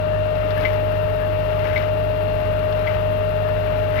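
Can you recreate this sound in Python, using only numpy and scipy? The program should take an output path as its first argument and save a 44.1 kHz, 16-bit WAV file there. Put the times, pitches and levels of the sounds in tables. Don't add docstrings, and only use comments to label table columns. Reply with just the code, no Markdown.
import sys
import numpy as np
from scipy import signal
from scipy.fft import rfft, irfft, next_fast_len
from scipy.io import wavfile
from scipy.ndimage import map_coordinates

SR = 44100
rng = np.random.default_rng(int(sys.argv[2]) if len(sys.argv) > 2 else 0)


def persist_wave(psi):
    counts = np.round(np.clip(psi, -1, 1) * 32767).astype(np.int16)
    wavfile.write(sys.argv[1], SR, np.atleast_2d(counts).T)


N = 176400

# frequency in Hz, relative density in dB.
HISS_SPECTRUM = [(1500, -100), (3500, -84.5), (5000, -93), (6300, -123), (7900, -112), (10000, -96.5),
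                 (12500, -88.5), (15500, -90)]
SOIL_SPECTRUM = [(250, -65), (900, -64), (1600, -61), (2200, -66), (3000, -70), (4200, -83), (6000, -90.5),
                 (7900, -104), (13000, -91.5)]
# frequency in Hz, relative gain in dB, 60 dB decay time in seconds.
RESONANCES = [(2053, 0, .12), (2266, 3, .13), (2985, 0, .13), (3790, -1, .08), (4270, -2, .08),
              (5420, 4, .08)]


def amp(db):
    return 10 ** (np.asarray(db) / 20)


def along(points, hz):
    frequencies, values = np.transpose(points)
    return np.interp(np.log(hz + 1), np.log(frequencies + 1), values)


def clock():
    return np.arange(N) / SR


def curve(rows):
    return np.interp(clock(), *np.transpose(rows))


def wobble(rate):
    return map_coordinates(rng.standard_normal(int(N * rate / SR) + 4), [clock() * rate])


def filtered(x, response):
    size = next_fast_len(N + SR // 2)
    return irfft(rfft(x, size) * response(np.fft.rfftfreq(size, 1 / SR)), size)[..., :N]


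def noise(spectrum, gain=1):
    # frequency in Hz, correlation between the ports.
    coherence = [(100, 0.68), (450, 0.74), (700, 0.44), (1100, 0.25), (5000, 0.1)]

    def colour(hz):
        spread = np.arccos(np.clip(along(coherence, hz), -1, 1)) / 2
        return amp(along(spectrum, hz)) * [np.cos(spread), np.sin(spread)]
    white = rng.standard_normal((2, N)) * np.sqrt(SR / 2)
    mid, side = filtered(gain * white, colour)
    return np.array([mid + side, mid - side])


def tones(angle, harmonics, flutter, rate, smear_rad=3):
    out = np.zeros(N)
    for order, db in harmonics:
        waver = 1 + flutter * (wobble(rate) + 1j * wobble(rate))
        phase = round(order) * angle + smear_rad * rng.standard_normal()
        out += np.sqrt(2) * amp(db) * np.imag(waver * np.exp(1j * phase))
    return out


def throb(angle, order, depth_db):
    gain = amp(depth_db * np.cos(order * angle + rng.uniform(0, 2 * np.pi)))
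    return gain / np.sqrt(np.mean(gain ** 2))


def arch(start, length):
    return np.abs(np.sin(np.pi * np.clip((clock() - start) / length, 0, 1))) ** .5


def engine(angle):
    # multiple of the cycle rate, level in dB.
    exhaust_orders = [(3, -31.5), (6, -24.5), (9, -37)]
    block_orders = [(5, -47.5), (10, -44), (11, -43), (12, -55), (14, -50.5), (17, -47.5), (18, -56.5),
                    (24, -50.5), (27, -44.5), (33, -43.5), (34, -45), (36, -47)]
    timing_gear_orders = [(55, -45.5), (70, -52.5), (72, -46.5), (82, -44.5), (86, -51), (92, -49.5),
                          (94, -55.5), (98, -54), (167, -55)]
    whine_orders = [(164, -43)]
    # frequency in Hz, spectral density in dB.
    rumble_spectrum = [(12, -88.5), (25, -77), (40, -54.5), (85, -53.5), (130, -54.5), (200, -64.5),
                       (300, -71), (700, -100)]
    clatter_spectrum = [(400, -88), (850, -69.5), (1300, -64), (1750, -82), (2400, -76.5), (2800, -71.5),
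                        (3300, -86), (5000, -100), (8000, -112)]
    surge_rad = .04
    firing = tones(angle + surge_rad * np.sin(angle), exhaust_orders, flutter=.04, rate=14, smear_rad=.45)
    drone = tones(angle, block_orders, flutter=.08, rate=13)
    rumble = noise(rumble_spectrum, throb(angle, order=3, depth_db=2.5))
    gears = tones(angle, timing_gear_orders, flutter=.28, rate=30)
    whine = tones(angle, whine_orders, flutter=.18, rate=79)
    knocks = throb(angle, order=4, depth_db=2.6) * throb(angle, order=9, depth_db=1.7)
    clatter = noise(clatter_spectrum, knocks * amp(.5 * wobble(8.3)))
    return firing + drone + rumble + gears + whine + clatter


def fan(angle):
    # harmonic number, level in dB.
    blade_harmonics = [(1, -19.5), (3, -46)]
    # frequency in Hz, spectral density in dB.
    air_spectrum = [(120, -84.5), (260, -66.5), (350, -64), (500, -60.5), (660, -53.5), (770, -63.5),
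                    (1300, -69), (2600, -73.5), (4000, -79.5), (8000, -110)]
    passes_per_cycle = 36.76
    return tones(passes_per_cycle * angle, blade_harmonics, flutter=.018, rate=42) + noise(air_spectrum)


def pump(angle):
    # harmonic number, level in dB at peak pressure.
    pump_harmonics = [(1, -35), (2, -37), (3, -47.5), (6, -53.5), (7, -61.5)]
    # time in seconds, pressure in dB relative to its peak.
    pressure_db = [(0, -7), (.3, -5.5), (.6, 0), (1.1, -1.5), (2.5, -1.5), (4, -1)]
    periods_per_cycle = 25.45
    pressure = amp(curve(pressure_db))
    pulse = throb(angle, order=3, depth_db=2.5) * throb(angle, order=1, depth_db=2.5)
    pulse *= amp(.7 * wobble(28))
    whine = pressure * tones(periods_per_cycle * angle, pump_harmonics, flutter=.24, rate=34)
    return whine + noise(HISS_SPECTRUM, pressure * pulse)


def scrape():
    # time in seconds, gain in dB.
    effort_db = [(0, -30), (.25, -10.5), (.5, -4.5), (.63, 3.5), (.8, -6), (1.05, -9.5), (1.4, -6),
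                 (1.62, -.5), (1.82, 2), (1.95, -13), (2.4, -4.5), (2.6, -9), (2.9, 0), (3.05, -8.5),
                 (3.35, -13), (3.72, -3), (3.88, -6), (4, 2.5)]
    crumbs_per_s, crumb_db, spread_db, decay_s = 130, -3, 2, .0028
    breaks = rng.random(N) < crumbs_per_s / SR
    strength = amp(crumb_db + spread_db * np.clip(rng.standard_normal(N), -2, 2))
    crumbs = signal.lfilter([1], [1, -np.exp(-1 / (decay_s * SR))], breaks * strength)
    rub = amp(-3 + 1.6 * wobble(350) + 1.5 * wobble(30))
    return noise(SOIL_SPECTRUM, amp(curve(effort_db)) * np.hypot(crumbs, rub))


def ring(drive):
    def resonator(f, hz, db, t60):
        bandwidth_hz = np.log(1000) / np.pi / t60
        damping = 1j * f * bandwidth_hz
        return amp(db) * damping / (hz * hz - f * f + damping)
    return filtered(drive, lambda f: sum(resonator(f, *row) for row in RESONANCES))


def squeals():
    # start in seconds, length in seconds, level in dB.
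    slips = [(0.088, 0.12, -35), (0.569, 0.03, -26), (1.198, 0.068, -32), (3.43, .1, -35)]
    centre_hz = 1730
    pitch = centre_hz * (1 + .04 * wobble(400))
    envelope = sum(amp(db) * arch(start, length) for start, length, db in slips)
    return envelope * np.sin(2 * np.pi * np.cumsum(pitch) / SR)


def grit():
    # start in seconds, then gains of knock, click and edge in dB.
    strikes = [(.353, -4, -5, -8), (.507, 3, 2.5, 3), (.578, 1, -7, 14), (.608, -1, -5, 0),
               (.732, 0, -5, 3), (1.592, -2, -7, -3), (1.685, 0, -5, 5), (1.777, 2, 2.5, 6),
               (1.824, 0, -5, 2), (2.725, 2, -1.5, -4), (2.792, -7, -8, 9), (3.487, 3.5, -12, -6)]
    # frequency in Hz, relative density in dB.
    click_spectrum = [(2000, -86), (3700, -65), (5300, -74), (6400, -91), (8000, -108)]
    t60_s = .039
    starts, knock_db, click_db, edge_db = np.transpose(strikes)
    age = clock() - starts[:, None]
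    decay = (age >= 0) * amp(-60 * np.abs(age) / t60_s)
    knock = noise(SOIL_SPECTRUM, amp(knock_db) @ decay)
    click = noise(click_spectrum, amp(click_db) @ decay)
    edge = noise(HISS_SPECTRUM, amp(edge_db) @ decay)
    return knock + click + edge


def groans():
    # start and length in seconds, first and last pitch in Hz, level in dB.
    judders = [(0.559, .12, 110, 65, -30.5), (1.667, .12, 93.5, 68.6, -27.5),
               (2.41, .1, 103.4, 55.3, -24.5), (2.72, .08, 100, 60.3, -31), (2.94, .09, 54.9, 95, -25)]
    out = np.zeros(N)
    for start, length, from_hz, to_hz, db in judders:
        pitch = curve([(start, from_hz), (start + length, to_hz)])
        phase = 2 * np.pi * np.cumsum(pitch) / SR + rng.uniform(0, 2 * np.pi)
        out += amp(db) * arch(start, length) ** 2 * np.sin(phase)
    return out


def squeaks():
    # start and hold in seconds, gain in dB, second mode relative to the first in dB.
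    rim_slips = [(.647, .012, -15, -7), (1.757, .011, -17.3, -2), (2.867, .012, -20.5, -9),
                 (3.967, .008, -27, -3), (3.985, .012, -22.5, -2)]
    # frequency in Hz, relative density in dB.
    rasp_spectrum = [(500, -87), (1300, -60), (2100, -54), (3000, -56), (4000, -62), (5800, -75),
                     (7200, -95), (8500, -93), (13000, -78.5)]
    attack_s, release_t60_s = .005, .055
    pitch_jitter, flutter_db, rasp_db, ring_db = .03, 1.5, 8, -6
    t, out, pressing = clock(), np.zeros((2, N)), np.zeros(N)
    for start, hold, db, upper_db in rim_slips:
        attack = np.clip((t - start) / attack_s, 0, 1)
        release = amp(-60 * np.maximum(t - start - hold, 0) / release_t60_s)
        bite = amp(db) * attack * release
        for (hz, _, _), share in zip(RESONANCES, [1, amp(upper_db)]):
            pitch = hz * (1 + pitch_jitter * wobble(700))
            flutter = amp(flutter_db * wobble(400))
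            out += share * bite * flutter * np.sin(2 * np.pi * np.cumsum(pitch) / SR)
        pressing += bite
    out += noise(rasp_spectrum, amp(rasp_db) * pressing)
    return out + amp(ring_db) * ring(out)


def scene():
    # time in seconds, engine speed in four-stroke cycles per second.
    cycle_rate = [(0, 16.75), (.3, 16.76), (.66, 16.72), (1.05, 16.76), (1.75, 16.73), (2.2, 16.76),
                  (2.85, 16.745), (3.5, 16.76), (4, 16.73)]
    angle = 2 * np.pi * np.cumsum(curve(cycle_rate)) / SR
    machine = engine(angle) + fan(angle) + pump(angle)
    contact = scrape() + grit()
    return machine + contact + amp(1.5) * ring(contact) + squeals() + groans() + squeaks()


def record(dry):
    # frequency in Hz, left level minus right level in dB.
    balance = [(50, -9.5), (100, -12), (185, -8.5), (240, 2.5), (350, 4.5), (430, 13), (616, 12),
               (800, 14.5), (1400, 16.5), (2200, 21.5), (3200, 27.5), (5000, 32.5), (13000, 32.5)]
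    delay_s, band_limit_hz = .00044, 15550

    def ports(hz):
        tilt_db = along(balance, hz)
        left = amp(np.minimum(tilt_db, 0))
        right = amp(-np.maximum(tilt_db, 0)) * np.exp(-2j * np.pi * hz * delay_s)
        return np.array([left, right]) * (hz < band_limit_hz)
    return filtered(dry, ports)


dry = scene()
out = record(dry)
persist_wave(out)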